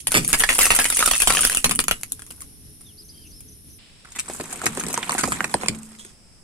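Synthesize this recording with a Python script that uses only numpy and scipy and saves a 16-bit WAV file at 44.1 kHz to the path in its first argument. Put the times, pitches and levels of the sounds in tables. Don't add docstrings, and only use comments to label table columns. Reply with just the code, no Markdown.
import sys
import numpy as np
from scipy import signal
from scipy.fft import rfft, irfft, next_fast_len
from scipy.io import wavfile
from scipy.ndimage import uniform_filter1d

SR = 44100
rng = np.random.default_rng(int(sys.argv[2]) if len(sys.argv) > 2 else 0)


def waveform_to_disk(signal):
    frames = np.transpose(np.atleast_2d(signal))
    scaled = np.clip(frames, -1, 1) * 32767
    samples = np.round(scaled).astype(np.int16)
    wavfile.write(sys.argv[1], SR, samples)


N = 283563
T = np.arange(N) / SR

CUT_S, CUT_FADE_S = 3.785, 0.006
STREET_DB, YARD_DB = -49, -53
DROP_RISE_S = 0.0034
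RUBBER_RISE_S, RUBBER_FADE_S = 0.0034, 0.012
TEAR_SPREAD_DB = 3.5
FIBRE_WEIGHT_DB = -2.5
PING_DB, HUSK_PING_DB = 0, -5
PAN_SPREAD_DB = 1.5
GULP_END_HZ, GULP_FALL_S, GULP_RISE_S, GULP_FADE_S = 228, 0.00636, 0.002, 0.0059
CEILING, EDGE_HZ = 0.9, 16000

# hz, gain_db
STREET_COLOUR = [(20, -4), (70, 5), (200, -4.5), (310, -6), (430, -21), (550, -21), (1000, -31),
                 (4000, -23), (8000, -27), (12000, -37.5), (16000, -43.5)]
# hz, gain_db
YARD_COLOUR = [(20, 6.5), (80, 2.5), (200, -0.5), (300, -8.5), (500, -10), (1000, -16.5), (2500, -18.5),
               (4200, -26.5), (6700, -19.5), (11000, -32), (14000, -31), (16000, -44.5)]
# centre_hz, width_hz, level_db
STREET_INSECT_BANDS = [(9780, 765, -51.5), (11380, 480, -54.5), (5530, 430, -61)]
# centre_hz, width_hz, level_db
YARD_INSECT_BANDS = [(5180, 440, -60), (8050, 700, -61.5), (9600, 1100, -64)]
# time_s, level_db
LOW_INSECT_LEVEL = [(3.78, -52), (4.05, -58), (4.6, -51.5), (6.4, -69)]
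# centre_hz, width_hz, level_db
FAN_BANDS = [(425.6, 14, -66)]
# start_s, length_s, start_hz, middle_hz, end_hz, level_db, waver_share_of_pitch
BIRD_NOTES = [(2.846, 0.078, 3690, 3440, 2620, -55, .009), (2.972, 0.058, 3790, 5050, 3800, -47.5, .007),
              (3.087, 0.032, 3930, 5100, 4400, -49, 0.0076), (3.133, 0.024, 4200, 4750, 4280, -55, .007),
              (3.174, 0.021, 4320, 4850, 4290, -53, .007), (3.211, 0.034, 4300, 5030, 4200, -54, .01),
              (3.127, 0.12, 3150, 3160, 3080, -59.5, .009), (3.236, 0.049, 2980, 2780, 2620, -56.5, 0.061),
              (3.306, 0.11, 4140, 5290, 4670, -53, 0.0084)]
# start_s, level_db
BIRD_CHIRPS = [(2.865, -56), (3.044, -54.5), (3.079, -54), (3.266, -53.5), (3.299, -53.5), (3.479, -52),
               (3.52, -53), (3.698, -53.5), (3.73, -53)]
# hz, correlation
SIDE_LIKENESS = [(60, 0.36), (250, 1), (500, 0.18), (1000, 0.1), (2500, 0.042), (12000, 0.095)]
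# hz, t60_s
ECHO_DECAY = [(150, 0.097), (500, 0.072), (1500, 0.096), (6000, 0.096), (14000, 0.082)]
# time_s, level_db
GRIT_LEVEL = [(1.9, -63), (2.1, -71), (2.4, -66), (2.6, -80), (2.9, -76), (3.3, -78)]
# time_s, level_db, resonance_hz
COLLAPSE_PATH = [(0.14, -33.5, 559.4), (.147, -26.5, 482), (0.163, -23, 378), (.178, -20, 260),
                 (0.192, -27, 175), (.215, -31, 161), (.26, -41, 151)]
# hz, gain_db
RUBBER_COLOUR = [(40, -13.5), (75, 4), (110, -2), (160, 6), (260, 4.5), (350, -8), (520, -11),
                 (1200, -59.5)]
# start_s, level_db, fade_s
WHEEL_DROPS = [(.075, -38, 0.019), (0.151, -23.5, 0.082), (0.704, -28, 0.019), (1.275, -36, 0.075),
               (1.644, -28.5, 0.11), (1.913, -39, 0.017), (4.665, -35, 0.067), (4.834, -31.5, 0.049),
               (5.233, -31.5, 0.097), (5.543, -29, 0.028), (5.689, -29, 0.045)]
# hz, t60_s, level_db
STREET_CAVITY_MODES = [(263, 0.25, -33), (154, 0.33, -45.5), (438, 0.18, -42)]
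# hz, t60_s, level_db
YARD_CAVITY_MODES = [(219.5, .95, -24), (158.5, .42, -27.5)]
# time_s, left_over_right_db
TREAD_BALANCE = [(0, -0.5), (2.8, 0), (4.2, -0.5), (4.8, -0.5), (5.3, -2.5), (6.1, -2.5)]
# start_s, snap_db, tear_db, tear_length_s, piece_weight_db, ring_hz, ring_db, ring_fade_s
SHELL_POPS = [(4.048, -45, -48, 0.031, 13, 1360, -43, 0.014),
              (4.088, -49, -58, 0.008, 6, 2070.0, -47, 0.003),
              (4.1164, -52, -40, 0.012, -12, 2130.0, -56.0, 0.012),
              (4.1509, -47, -37, 0.039, 5, 2180, -42.0, 0.012),
              (4.162, -49, -35, 0.0073, 10, 1750, -32, 0.0076),
              (4.186, -41, -24.5, 0.009, -2, 2200, -28, 0.004),
              (4.196, -21, -22, 0.0053, -11, 2050, -44, 0.005),
              (4.281, -36, -31.5, 0.011, 4, 800, -49, 0.011),
              (4.2986, -26.5, -37, 0.017, 10, 727, -21.5, 0.0045),
              (4.3351, -30, -35.5, 0.016, -37, 330.0, -40.0, 0.003),
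              (4.3984, -28, -26, 0.0098, 19, 430, -41, 0.0044),
              (4.410, -29, -37, 0.004, -18, 1500, -46, 0.003),
              (4.528, -28.5, -27, 0.006, -5, 686, -32, 0.013),
              (4.5401, -44, -39, 0.0072, -2, 330, -38, 0.0027),
              (4.6163, -31, -50.0, 0.013, 4.0, 1110, -16, 0.0035),
              (4.6369, -31, -30, 0.02, 13, 610, -24, 0.005),
              (4.6564, -28.5, -16.5, 0.0067, -5, 378, -40, 0.011),
              (4.6645, -19.5, -16.5, 0.007, 8.5, 1825, -12, 0.0048),
              (4.751, -35, -44, 0.004, -12, 1500, -48, 0.003),
              (4.7731, -24, -28.5, 0.0076, 15, 440, -29, 0.0025),
              (4.7963, -27, -23.5, 0.0088, -3, 360.0, -28.0, 0.003),
              (4.8364, -26, -31, 0.0063, 4, 1670, -31, 0.003),
              (4.8657, -27, -35, 0.0087, -5, 337, -27, 0.011),
              (4.884, -24.5, -31, 0.0056, -4, 388, -28, 0.012),
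              (4.899, -34, -31, 0.022, 4, 586, -23, 0.005), (4.929, -26, -29, 0.0081, -25, 970, -41, 0.011),
              (4.941, -22, -20.5, 0.0061, 1.5, 846, -23, 0.0033),
              (4.952, -36, -39, 0.0054, -13, 950, -52, 0.009),
              (4.9763, -20, -36, 0.046, 9, 873, -7.5, 0.0046),
              (5.0285, -34.5, -26.5, 0.0068, 15, 2750, -16, 0.0058),
              (5.0941, -17, -30.5, 0.012, 10.5, 1030, -18, 0.003),
              (5.108, -24, -33.5, 0.0073, 11, 1075, -45, 0.011),
              (5.1198, -21, -32.5, 0.053, -17, 860, -13, 0.0037),
              (5.127, -32, -39, 0.004, 16, 1670, -13.5, 0.0035),
              (5.15, -21.5, -34.5, 0.011, 14, 716, -24, 0.003),
              (5.181, -22, -22.5, 0.023, -2, 1464, -18, 0.018),
              (5.192, -21.5, -23, 0.0068, 4.5, 1220, -15, 0.004),
              (5.2095, -26, -34, 0.006, -8, 1390, -36, 0.011),
              (5.2349, -19, -18.5, 0.009, 11.5, 1160, -16, 0.003),
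              (5.254, -29, -29.5, 0.014, 0, 750, -39, 0.012),
              (5.2756, -28, -32.5, 0.04, 0.5, 586, -17, 0.0056),
              (5.3205, -17.5, -22.5, 0.013, 9.5, 1220, -23, 0.0033),
              (5.370, -39, -41, 0.004, 8.5, 1700, -35, 0.003),
              (5.4054, -18.5, -30, 0.0099, 17, 1524, -6.5, 0.003),
              (5.443, -18.5, -23, 0.004, 10.5, 1530, -9.5, 0.0031),
              (5.495, -37, -37, 0.005, 3, 1500, -43, 0.0026),
              (5.512, -42.5, -37, 0.0069, 11, 1200, -37, 0.003),
              (5.5405, -13, -27, 0.0025, 6, 783, -12, 0.0052), (5.611, -38, -33, 0.02, 9, 940, -41, 0.012),
              (5.634, -23, -39, 0.018, 26, 834, -16, 0.0033),
              (5.6602, -28, -35, 0.0091, 12, 880, -22, 0.0033),
              (5.6839, -11, -22, 0.0035, 3.5, 3070, -30, 0.0022),
              (5.748, -38, -47, 0.005, 7, 2900, -39, 0.003),
              (5.788, -41.5, -52, 0.004, -14, 2700, -55, 0.003),
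              (5.832, -38.5, -55, 0.005, -11, 2700, -55, 0.003),
              (5.918, -45.5, -52, 0.02, 4, 500.0, -41, 0.0034),
              (5.950, -46.5, -50, 0.007, 2, 2400, -43, 0.003),
              (5.9865, -51, -43.5, 0.061, 0.5, 3050, -39, 0.01),
              (6.0485, -38, -45, 0.017, 3, 414, -45, 0.01),
              (6.103, -57.5, -58.5, 0.009, 9, 930.0, -49, 0.0054)]
# hz, gain_db
FRUIT_COLOUR = [(59, -30.5), (100, -12.5), (215, -10), (249, -6.5), (358, -2), (570, -13.5), (752, -6.5),
                (872, -9), (1060, -3), (2580, -5), (2800, -10.5), (5530, -10), (8280, 1), (13800, -16),
                (16000, -67)]
# hz, gain_db at weight 0, gain_db per weight_db
FRUIT_WEIGHT_TINT = [(376, 0, 1.33), (1430, -4.5, 1.11), (4340, 2.5, 0.48), (9000, 2.9, 0.23),
                     (12900, -2, 0.11)]
# time_s, level_db
PULP_CRUSH = [(3.998, -79), (4.16, -56), (4.32, -41), (4.79, -41), (4.901, -44.5), (5.26, -36.5),
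              (5.56, -43.5), (6.109, -60.5), (6.199, -75)]
# time_s, level_db
SQUELCH_LEVEL = [(4.1, -66), (4.55, -43.5), (4.7, -41.5), (5.03, -40), (5.15, -38.5), (5.27, -46),
                 (5.38, -39), (5.5, -48), (5.62, -40), (5.72, -45.5), (5.85, -58), (6.15, -70)]
# hz, gain_db
JUICE_COLOUR = [(200, -17.5), (400, -11), (900, 4), (1500, 1.5), (2300, 0), (4000, -7), (9000, -32)]
# start_s, level_db, start_hz
PULP_GULPS = [(4.299, -28, 950), (4.399, -21.5, 1000), (4.638, -27, 925), (4.774, -24.5, 854),
              (4.866, -25, 650), (5.095, -19, 1310), (5.165, -32, 1100), (5.237, -16.5, 1020),
              (5.278, -14, 910), (5.406, -23, 1510), (5.444, -24, 1410), (5.542, -7, 1302),
              (5.635, -25, 1100), (5.686, -25, 910)]
# start_s, snap_db, tear_db, tear_length_s, piece_weight_db, ring_hz, ring_db, ring_fade_s
BAMBOO_SPLITS = [(0.0705, -12.5, -17, 0.0076, -2.5, 1870.0, -25.5, 0.003),
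                 (0.108, -27, -32, 0.004, -17.5, 1470, -38, 0.012),
                 (0.1188, -13.5, -18.5, 0.0057, -2, 1475, -30, 0.012),
                 (0.142, -13, -11, 0.025, 6.5, 2600, -19, 0.019),
                 (0.2472, -19, -39.5, 0.025, -7, 2270, -30.5, 0.0057),
                 (0.278, -12.5, -34, 0.005, -34.5, 1590, -37, 0.014),
                 (0.2893, -26, -24.5, 0.031, -4, 1420, -29, 0.0033),
                 (0.3297, -6.5, -19.5, 0.021, -1, 2680, -20, 0.01),
                 (0.337, -18, -16, 0.0084, 18, 2060, -6, 0.0018),
                 (0.348, -21, -29, 0.005, 11, 910, -20.5, 0.004),
                 (0.375, -29, -25, 0.008, -13.5, 1820, -34, 0.012),
                 (0.389, -20, -31, 0.003, -24, 2400, -36, 0.003),
                 (0.396, -14.5, -9.5, 0.0057, -13.5, 1800, -29.5, 0.016),
                 (0.4043, -17, -20, 0.023, 7.5, 1750, -19, 0.0044),
                 (0.4368, -13, -17.5, 0.0075, 7, 1670, -5.5, 0.005),
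                 (0.4899, -11, -14, 0.019, 8, 1837, -8.5, 0.0048),
                 (0.510, -20, -22, 0.005, 5, 845, -21.5, 0.0033),
                 (0.5287, -18, -24.5, 0.049, -5.5, 2600, -20, 0.0036),
                 (0.551, -15, -23, 0.003, -22, 2600, -36.5, 0.003),
                 (0.554, -31.5, -31.5, 0.023, 11, 860, -30.0, 0.0065),
                 (0.583, -14.5, -25.5, 0.003, -9.5, 2280, -32.5, 0.003),
                 (0.5889, -10, -13, 0.021, -2.5, 1125, -13, 0.0061),
                 (0.6108, -22, -9.5, 0.0078, -2, 2030, -17.5, 0.018),
                 (0.6278, -26.0, -13, 0.018, -1, 1870, -21, 0.014),
                 (0.641, -17, -19, 0.0088, -7, 2610.0, -16.5, 0.011),
                 (0.655, -9, -18.5, 0.015, -4.5, 2510, -22, 0.008),
                 (0.666, -17, -24.5, 0.012, 3.5, 1080, -19.5, 0.0062),
                 (0.7041, -10, -11.5, 0.018, 8.5, 1810, -11.5, 0.007),
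                 (0.7477, -25.0, -13.5, 0.013, -10, 1400, -29.5, 0.014),
                 (0.7633, -14.5, -19, 0.0085, -1, 1360, -15.5, 0.0036),
                 (0.7886, -13.5, -11.5, 0.005, 6, 1666, -15.5, 0.016),
                 (0.797, -15.5, -15, 0.016, 3, 1600, -16.5, 0.0072),
                 (0.835, -23.5, -27, 0.003, -17.5, 2500, -35, 0.003),
                 (0.843, -16, -22.5, 0.022, -7, 2220, -21.5, 0.013),
                 (0.854, -15, -19, 0.0075, 4.5, 1870, -9, 0.0021),
                 (0.885, -23, -27, 0.005, -15, 1920, -24.5, 0.0028),
                 (0.9008, -15, -16.5, 0.0072, -8, 2820, -32.5, 0.012),
                 (0.922, -27, -16.5, 0.0051, 2, 1950, -20.5, 0.0022),
                 (0.9705, -12, -15, 0.0042, -7.5, 2210, -22, 0.0017),
                 (0.9875, -20.5, -13.5, 0.0068, -1.5, 2300, -19, 0.0026),
                 (1.0029, -26, -14, 0.0065, 5.5, 1340, -25, 0.015),
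                 (1.0259, -12.5, -28, 0.023, 7.5, 1220, -9.5, 0.0057),
                 (1.0565, -27, -13, 0.019, 1, 1337, -20, 0.01),
                 (1.0763, -13.5, -20.5, 0.014, 1.5, 1210, -12, 0.005),
                 (1.1102, -24.5, -11, 0.0093, -0.5, 2740, -17.5, 0.0038),
                 (1.1343, -19, -18, 0.014, 3.5, 2750, -19, 0.0065),
                 (1.161, -22.5, -25, 0.011, -7.5, 2460.0, -27.0, 0.005),
                 (1.2018, -12, -22, 0.025, -6.5, 2520, -24, 0.015),
                 (1.219, -14.0, -14, 0.018, -1, 2300, -13, 0.0035),
                 (1.2731, -6.5, -16, 0.019, 1.5, 2970.0, -13, 0.0059),
                 (1.297, -25, -15.5, 0.0054, 7.5, 1330.0, -17.5, 0.011),
                 (1.304, -10.5, -21, 0.023, 6, 1096, -7, 0.0038),
                 (1.323, -18, -21.5, 0.008, -2, 1070.0, -26, 0.0078),
                 (1.335, -18.5, -23.5, 0.007, -8.5, 2490, -22.0, 0.005),
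                 (1.3496, -16.5, -21.5, 0.0053, 1.5, 1120, -13.5, 0.0035),
                 (1.3565, -20, -31, 0.003, -11, 2700, -30, 0.003),
                 (1.3703, -11.5, -24, 0.0078, 13, 1700, -11.5, 0.0035),
                 (1.381, -19, -31.5, 0.003, -1, 2900, -27.5, 0.003),
                 (1.391, -17, -19, 0.0045, -0.5, 1190.0, -12.5, 0.0033),
                 (1.4073, -15, -9.5, 0.0029, -18.5, 2970.0, -28.5, 0.012),
                 (1.415, -18.5, -21.5, 0.0048, -4, 2970.0, -26, 0.011),
                 (1.4321, -18, -20, 0.023, 0.5, 1450.0, -18, 0.0067),
                 (1.4499, -8, -13, 0.0031, -7, 1350, -12, 0.003),
                 (1.466, -22.5, -17.5, 0.01, -9, 2800, -23, 0.0024),
                 (1.4976, -14.5, -23.5, 0.017, -3.5, 1930, -20.5, 0.0025),
                 (1.519, -27, -22, 0.0062, 1.5, 2640.0, -34.5, 0.012),
                 (1.528, -20, -26.0, 0.0089, 1, 2610.0, -27, 0.008),
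                 (1.548, -14.5, -23.5, 0.017, -6, 2770.0, -28.5, 0.019),
                 (1.571, -10, -29.5, 0.035, -4.5, 2580, -20.5, 0.0015),
                 (1.6432, -8.5, -10.5, 0.01, 4.5, 1080, -20, 0.0015),
                 (1.6938, -18, -23.5, 0.0089, -3.5, 3000.0, -21, 0.0032),
                 (1.7107, -13, -19.5, 0.013, 1.5, 1188, -22, 0.0074),
                 (1.7515, -21, -45.0, 0.004, -17, 2900.0, -44.5, 0.012),
                 (1.7579, -15.5, -34, 0.0062, -19.5, 2720, -28, 0.003),
                 (1.7903, -10.5, -12.5, 0.0018, 8, 1166, -14.5, 0.0025),
                 (1.8016, -17, -20.5, 0.0082, -5, 2730.0, -24, 0.004),
                 (1.8397, -22, -52.0, 0.008, -7, 1290, -30, 0.0027),
                 (1.8821, -11, -52, 0.004, -0.5, 1295, -15.5, 0.0031),
                 (1.9111, -9, -29, 0.028, 0, 1290, -6.5, 0.0025),
                 (2.012, -35, -53, 0.005, -15, 1600, -61, 0.012),
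                 (2.0332, -21, -52, 0.01, -9, 1210, -38, 0.0042),
                 (2.1205, -17, -38, 0.005, -20, 2860.0, -47, 0.0025),
                 (2.1935, -36, -39, 0.0035, -1, 1540, -40, 0.0033),
                 (2.2206, -32, -52, 0.014, -2, 1380, -39, 0.005),
                 (2.265, -39, -48, 0.0089, -9, 1910.0, -56.0, 0.003),
                 (2.3055, -33.5, -50, 0.0089, -3.5, 1110, -52, 0.004),
                 (2.3095, -32.5, -52, 0.0068, -7, 2830, -54, 0.003),
                 (2.322, -38, -55, 0.005, -21, 2200, -56, 0.003),
                 (2.362, -44, -55, 0.004, -25, 2580, -60, 0.0027),
                 (2.406, -34, -44, 0.006, -17, 1430.0, -61.0, 0.014),
                 (2.4135, -34, -52, 0.003, -20, 2600, -62, 0.003),
                 (2.4188, -31.5, -41.5, 0.013, -7, 1070, -38, 0.005),
                 (2.8092, -49, -45, 0.022, -2, 1290.0, -52, 0.007),
                 (3.4052, -38, -45, 0.018, -13, 2990, -50, 0.0031)]
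# hz, gain_db
BAMBOO_COLOUR = [(59, -47), (100, -13), (163, -11), (224, -5.5), (260, -4.5), (295, -4.5), (595, -1.5),
                 (950, -1), (1330, 1), (2750, 0.5), (4020, -6.5), (5420, -6.5), (8110, -3), (9610, 3.5),
                 (16000, -24)]
# hz, gain_db at weight 0, gain_db per weight_db
BAMBOO_WEIGHT_TINT = [(375, -1.5, 0.94), (1550, -2.5, 1), (4395, .5, 0.66), (9000, 1.5, 0)]
# time_s, level_db
FIBRE_CRUSH = [(0, -26), (.06, -69), (.13, -25), (.25, -29), (.42, -34), (.65, -23), (1.38, -22.5),
               (1.56, -28.5), (1.72, -48), (2.5, -55)]
# hz, width_hz, gain_db
TUBE_MODES = [(1340, 30, -17), (2230, 37, -11), (4450, 50, -2.5), (5880, 99, -13), (6730, 74, -8.5),
              (9700, 73, -9)]


def amp(db):
    return 10 ** (np.asarray(db) / 20)


def unit(x):
    return x / np.sqrt(np.mean(x ** 2) + 1e-20)


def read(points, hz):
    f, value = np.transpose(points)
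    return np.interp(np.log(hz + 1), np.log(f + 1), value)


def follow(curve, s):
    return np.interp(s, *np.transpose(curve))


def level(rows):
    rows = np.array(rows)
    return amp(np.interp(T, rows[:, 0], rows[:, 1], left=-150, right=-150))


def swell(s, rise_s, fade_s):
    age = np.maximum(T - s, 0)
    return (1 - np.exp(-age / rise_s)) * np.exp(-age / fade_s)


def drift(rate_hz):
    knots = np.arange(0, T[-1] + 1, 1 / (2 * rate_hz))
    return unit(np.interp(T, knots, rng.standard_normal(4096)[:len(knots)]))


def add(mix, s, sound):
    part = mix[:, max(round(s * SR), 0):][:, :sound.shape[-1]]
    part += sound[..., :part.shape[-1]]


def placed(x):
    return x * amp(follow(TREAD_BALANCE, T) * np.array([[.5], [-.5]]))


def band(x, lo_hz, hi_hz):
    sos = signal.butter(2, [lo_hz, min(hi_hz, .49 * SR)], "band", fs=SR, output="sos")
    return signal.sosfilt(sos, x)


def minimum_phase(gain_db):
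    log_gain = np.log(amp(np.maximum(gain_db, -100)))
    return np.exp(np.conj(signal.hilbert(log_gain)))


def colour(x, db_at, size=2048):
    hz = abs(np.fft.fftfreq(size, 1 / SR))
    response = minimum_phase(db_at(hz))
    angle = np.arcsin(np.clip(read(SIDE_LIKENESS, hz), 0, 1)) / 2
    own = np.fft.ifft(response * np.cos(angle)).real[None, :size // 2]
    cross = np.fft.ifft(response * np.sin(angle)).real[None, :size // 2]
    mixed = signal.fftconvolve(x, own, axes=1) + signal.fftconvolve(x[::-1], cross, axes=1)
    return mixed[:, :x.shape[1]]


def noise(db_at):
    return unit(colour(rng.standard_normal((2, N)), db_at, size=8192))


def echo(x, size=16384):
    taps = rng.standard_normal((2, size)) * (rng.random((2, size)) < 3000 / SR)
    taps = taps * (T[:size] > .003)
    hz, t, z = signal.stft(taps, SR, nperseg=256)
    decay = amp(-60 * t / read(ECHO_DECAY, hz)[:, None])
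    tail = signal.istft(z * decay, SR, nperseg=256)[1]
    tail = tail / np.linalg.norm(tail, axis=1, keepdims=True)
    return signal.fftconvolve(x, tail, axes=1)[:, :N]


def drone(rows):
    def db_at(hz):
        power = sum(amp(db) ** 2 / width * np.exp(-abs((hz - centre) / width) ** 2.5)
                    for centre, width, db in rows)
        return 10 * np.log10(power / power.max() + 1e-20)
    total = np.linalg.norm(amp([db for *_, db in rows]))
    return total * amp(0.54 * drift(12)) * noise(db_at)


def outdoors():
    street = amp(STREET_DB + 1.3 * drift(8.8)) * noise(lambda hz: read(STREET_COLOUR, hz))
    street = street + drone(STREET_INSECT_BANDS) + drone(FAN_BANDS)
    yard = amp(YARD_DB) * noise(lambda hz: read(YARD_COLOUR, hz)) + drone(YARD_INSECT_BANDS)
    yard = yard + level(LOW_INSECT_LEVEL) * drone([(3220, 1280, 0)])
    moved = np.clip((T - CUT_S) / CUT_FADE_S + .5, 0, 1)
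    return (1 - moved) * street + moved * yard


def note(length_s, start_hz, middle_hz, end_hz, waver):
    u = np.linspace(0, 1, int(length_s * SR))
    hz = np.polyval(np.polyfit([0, .5, 1], [start_hz, middle_hz, end_hz], 2), u)
    hz = hz * (1 + waver * unit(uniform_filter1d(rng.standard_normal(len(u)), 60)))
    envelope = np.sqrt(abs(np.sin(np.pi * u))) * (hz / hz.max()) ** 2
    return unit(envelope * np.sin(2 * np.pi * np.cumsum(hz) / SR)) * np.ones((2, 1))


def birds():
    out = np.zeros((2, N))
    for s, length_s, start_hz, middle_hz, end_hz, db, waver in BIRD_NOTES:
        add(out, s, amp(db) * note(length_s, start_hz, middle_hz, end_hz, waver))
    for s, db in BIRD_CHIRPS:
        add(out, s, amp(db) * note(0.0207, 6340, 5950, 5780, waver=0.03))
    out = out * amp(2.5 * drift(130))
    return .8 * out + .3 * echo(out)


def fractures(size, per_s, spread_db):
    sizes = amp(spread_db * np.minimum(rng.exponential(1, size), 4))
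    clicks = (rng.random(size) < per_s / SR) * sizes
    power = signal.lfilter([1], [1, -np.exp(-1 / (0.0008 * SR))], clicks ** 2)
    return np.sqrt(power + 0.026) * rng.standard_normal(size)


def grit():
    grinding = np.array([fractures(N, 300, TEAR_SPREAD_DB) for _ in range(2)])
    return level(GRIT_LEVEL) * unit(band(grinding + .5 * grinding[::-1], 531, 1600))


def collapse():
    s, _, hz = np.transpose(COLLAPSE_PATH)
    turns = np.cumsum(np.interp(T, s, hz)) / SR

    def rush(ratio):
        flutter = .6 + drift(240) + 1j * drift(270)
        tone = np.exp(2j * np.pi * ratio * turns)
        return unit((tone * flutter / (abs(flutter) + 1)).real)
    return level(COLLAPSE_PATH) * (rush(1) + amp(-22) * rush(2.3))


def push(x):
    return band(band((x ** 2).mean(0), 4.5, 38), 5.6, 59.3)


def steadied(x):
    envelope = abs(signal.hilbert(x, next_fast_len(N))[:, :N])
    size = np.sqrt((envelope ** 2).mean(0))
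    return unit(x / (size + .5 * size.mean()))


def kicks(breaks, db_per_weight):
    out = np.zeros(N)
    for s, snap_db, tear_db, _, weight_db, *_ in breaks:
        out[round(s * SR)] = np.hypot(amp(snap_db), .5 * amp(tear_db)) * amp(db_per_weight * weight_db)
    return out


def shudder(breaks, crush, jolt_db, load_db):
    answer = swell(0, RUBBER_RISE_S, RUBBER_FADE_S)[:SR // 2]
    jolts = signal.fftconvolve(kicks(breaks, db_per_weight=0.5), answer)[:N]
    return amp(jolt_db) * jolts + amp(load_db) * level(crush)


def cavity(jolts, modes):
    t = T[:SR]
    ring = sum(amp(db - 60 * t / t60_s) * np.sin(2 * np.pi * hz * t) for hz, t60_s, db in modes)
    return signal.fftconvolve(jolts, ring)[:N]


def hum(drop_db, pop_db):
    landings = np.zeros(N)
    for s, db, fade_s in WHEEL_DROPS:
        landings[round(s * SR)] = amp(db + drop_db) * (s > CUT_S) * min(fade_s / 0.053, 1)
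    pops = amp(pop_db) * kicks(SHELL_POPS, db_per_weight=1.1057)
    street = cavity(kicks(BAMBOO_SPLITS, db_per_weight=-0.15), STREET_CAVITY_MODES)
    return street + cavity(landings + pops, YARD_CAVITY_MODES)


def tyre():
    shaking = shudder(BAMBOO_SPLITS, FIBRE_CRUSH, jolt_db=-31, load_db=-30)
    shaking = shaking + shudder(SHELL_POPS, PULP_CRUSH, jolt_db=-24, load_db=-7)
    shaking = shaking + sum(amp(db) * swell(s, DROP_RISE_S, fade_s) for s, db, fade_s in WHEEL_DROPS)
    rubber = steadied(noise(lambda hz: read(RUBBER_COLOUR, hz)))
    return shaking * rubber + hum(drop_db=17, pop_db=-17.5)


def pieces(db_at, ripple_db, width_hz, size=1024):
    hz = abs(np.fft.fftfreq(size, 1 / SR))
    knots = np.arange(100) * max(width_hz, 230)
    shared, *sides = (np.interp(hz, knots, row) for row in rng.standard_normal((3, 100)))
    depth_db = ripple_db * np.minimum(hz / 2500, 1)
    gain_db = db_at(hz) + depth_db * (.75 * shared + .65 * np.array(sides))
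    return np.fft.ifft(minimum_phase(gain_db)).real[:, :size // 2]


def knock(ring_hz, ring_s, sweep, under_db, over_db, size=4096):
    t = T[:size]
    apart = .7 * rng.standard_normal() * min(ring_hz / 1500, 1) * np.array([[.5], [-.5]])

    def ring(hz, fade_s, fall_s):
        turns = np.cumsum(hz * (1 + sweep * np.exp(-t / fall_s))) / SR
        return np.exp(-t / fade_s) * np.sin(2 * np.pi * turns + apart)
    deep = ring(.47 * ring_hz, ring_s + .005, .009)
    high = ring(rng.uniform(1.5, 2.4) * ring_hz, .6 * ring_s, .003)
    rings = ring(ring_hz, ring_s, .003) + amp(under_db) * deep + amp(over_db) * high
    return (1 - np.exp(-t / .00056)) * rings


def cracks(rows, spectrum, weighting, tear_per_s, body_db, body_octaves, knock_db, under_db, over_db,
           sweep, lag_s, size=6144):
    out, t = np.zeros((2, N)), np.arange(size) / SR
    for s, snap_db, tear_db, length_s, weight_db, ring_hz, ring_db, ring_s in rows:
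        def tint(hz, piece_db):
            body = body_db / (1 + (np.log2((hz + 1) / ring_hz) / body_octaves) ** 2)
            tilt = [(f, db + share * piece_db) for f, db, share in weighting]
            return read(spectrum, hz) + read(tilt, hz) + body

        def radiate(force, piece_db):
            piece = pieces(lambda hz: tint(hz, piece_db), ripple_db=4.8, width_hz=260)
            left, right = signal.fftconvolve(force[None], piece, axes=1)[:, :size]
            lag = round((lag_s + 0.00013 * rng.standard_normal()) * SR)
            return unit(np.array([np.roll(left, max(lag, 0)), np.roll(right, max(-lag, 0))]))

        burst = rfft(rng.standard_normal(size) * np.exp(-t / .0009) * (1 - np.exp(-t / .0003)))
        burst = burst / (abs(burst) + 0.15 * abs(burst).mean()) ** 0.2
        burst = irfft(burst, size) * (t < .02)
        snap = radiate(burst, weight_db + 2) * np.sqrt(.0045 / t[-1])

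        length_s = max(length_s, .002)
        fading = np.exp(-t / length_s) * (1 - np.exp(-(t / 0.0015) ** 2))
        fibre_db = weight_db + FIBRE_WEIGHT_DB * min(length_s / 0.014, 1)
        tear = radiate(fractures(size, tear_per_s, TEAR_SPREAD_DB) * fading, fibre_db)
        tear = tear * np.sqrt(length_s / t[-1])

        pan_db = follow(TREAD_BALANCE, s) + PAN_SPREAD_DB * rng.standard_normal()
        sides = amp([[pan_db / 2], [-pan_db / 2]])
        add(out, s, sides * (amp(snap_db) * snap + amp(tear_db) * tear))
        add(out, s, sides * amp(ring_db + knock_db) * knock(ring_hz, ring_s, sweep, under_db, over_db))
    return out


def small_breaks(crush, snap_db, tear_db, ring_db, length_s, ring_s, low_hz, high_hz, weight_db,
                 spread_db, count):
    when, size, pitch, weight = rng.random((count, 4)).T
    s = crush[0][0] + (crush[-1][0] - crush[0][0]) * (np.arange(count) + when) / count
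    db = follow(crush, s) + spread_db * (2 * size - 1)
    weights_db = weight_db + spread_db * (2 * weight - 1)
    hz = low_hz * (high_hz / low_hz) ** pitch
    return np.column_stack([s, db + snap_db, db + tear_db, np.full(count, length_s), weights_db,
                            hz, db + ring_db, np.full(count, ring_s)])


def grains(per_s, cycles, glide, count=36):
    out, t = np.zeros((2, N + 2048)), T[:512]
    for hz in np.geomspace(420, 10800, count) * rng.uniform(.95, 1.05, count):
        tone = np.sin(2 * np.pi * hz * t * (1 + glide * t))
        ping = hz * np.exp(-t * hz / cycles) * tone * (1 - t / t[-1])
        when, size, *delays = rng.random((int(per_s * T[-1] / count), 4)).T
        gain = amp(-TEAR_SPREAD_DB * np.log(size + .02))
        pings = np.outer(gain, ping).ravel()
        for side, delay in zip(out, delays):
            start = (when * N + 16 * delay).astype(int)
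            index = (start[:, None] + np.arange(len(t))).ravel()
            side += np.bincount(index, pings, len(side))
    return out[:, :N]


def crackle(crush, spectrum, voices, ping_db, low_db, high_db):
    scratches = np.array([fractures(N, 500, TEAR_SPREAD_DB) for _ in range(2)])
    mix = unit(scratches) + amp(ping_db) * unit(voices)
    mix = colour(mix, lambda hz: read(spectrum, hz))
    low, high = unit(band(mix, 352, 4100)), unit(band(mix, 3520, 18980))
    clumps = unit(amp(2.2 * drift(70)))
    return level(crush) * clumps * (amp(low_db) * low + amp(high_db) * high)


def gulps():
    out, t = np.zeros((2, N)), T[:4096]
    envelope = swell(0, GULP_RISE_S, GULP_FADE_S)[:len(t)]
    for s, db, start_hz in PULP_GULPS:
        hz = GULP_END_HZ + (start_hz - GULP_END_HZ) * np.exp(-t / GULP_FALL_S)
        hz = hz * (1 + .12 * unit(uniform_filter1d(rng.standard_normal(len(t)), 60)))
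        add(out, s, amp(db) * envelope * np.sin(2 * np.pi * np.cumsum(hz) / SR))
    return out


def squelch():
    bubbles = colour(grains(per_s=2600, cycles=5, glide=14), lambda hz: read(JUICE_COLOUR, hz))
    spurts = unit(amp(2.2 * drift(45)) * bubbles)
    slosh = unit(band(rng.standard_normal(N), 150, 520)) * amp(2 * drift(30))
    return level(SQUELCH_LEVEL) * (spurts + amp(-6.5) * slosh)


def lychees():
    husks = small_breaks(PULP_CRUSH, snap_db=2, tear_db=-2, ring_db=2, length_s=.012, ring_s=.004,
                         low_hz=450, high_hz=1700, weight_db=4, spread_db=3, count=24)
    breaks = cracks([*SHELL_POPS, *husks], FRUIT_COLOUR, FRUIT_WEIGHT_TINT, tear_per_s=1200,
                    body_db=12, body_octaves=1, knock_db=-5, under_db=-13.5, over_db=-24,
                    sweep=0.438, lag_s=.00012)
    fizz = grains(per_s=1500, cycles=3, glide=8)
    crumbling = crackle(PULP_CRUSH, FRUIT_COLOUR, fizz, HUSK_PING_DB, low_db=-6, high_db=2)
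    return breaks + placed(gulps() + squelch() + crumbling)


def tube(x):
    return x + sum(amp(db) * signal.lfilter(*signal.iirpeak(hz, hz / width_hz, fs=SR), x)
                   for hz, width_hz, db in TUBE_MODES)


def bamboo():
    slivers = small_breaks(FIBRE_CRUSH, snap_db=-1.5, tear_db=-5, ring_db=-2.5, length_s=.004,
                           ring_s=0.0047, low_hz=1000, high_hz=3200, weight_db=-9, spread_db=5, count=40)
    breaks = cracks([*BAMBOO_SPLITS, *slivers], BAMBOO_COLOUR, BAMBOO_WEIGHT_TINT, tear_per_s=520,
                    body_db=3, body_octaves=0.15, knock_db=0.5, under_db=-20.5, over_db=-10,
                    sweep=0.17, lag_s=.00002)
    splinters = grains(per_s=1500, cycles=7, glide=0)
    fibres = crackle(FIBRE_CRUSH, BAMBOO_COLOUR, splinters, PING_DB, low_db=-20.5, high_db=-1.5)
    return amp(-1.68) * tube(breaks + fibres)


def scene():
    flute, fruit = bamboo(), lychees()
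    wet = echo(amp(-7.5) * flute + amp(-12.5) * fruit)
    crushing = flute + fruit + wet + push(flute) + collapse()
    return crushing + tyre() + grit() + birds() + outdoors()


def record(dry):
    rounded = dry / (1 + abs(dry / CEILING) ** 3) ** (1 / 3)
    low_pass = signal.firwin(301, EDGE_HZ, window=("kaiser", 8), fs=SR)
    return signal.oaconvolve(rounded, low_pass[None], "same")


dry = scene()
out = record(dry)
waveform_to_disk(out)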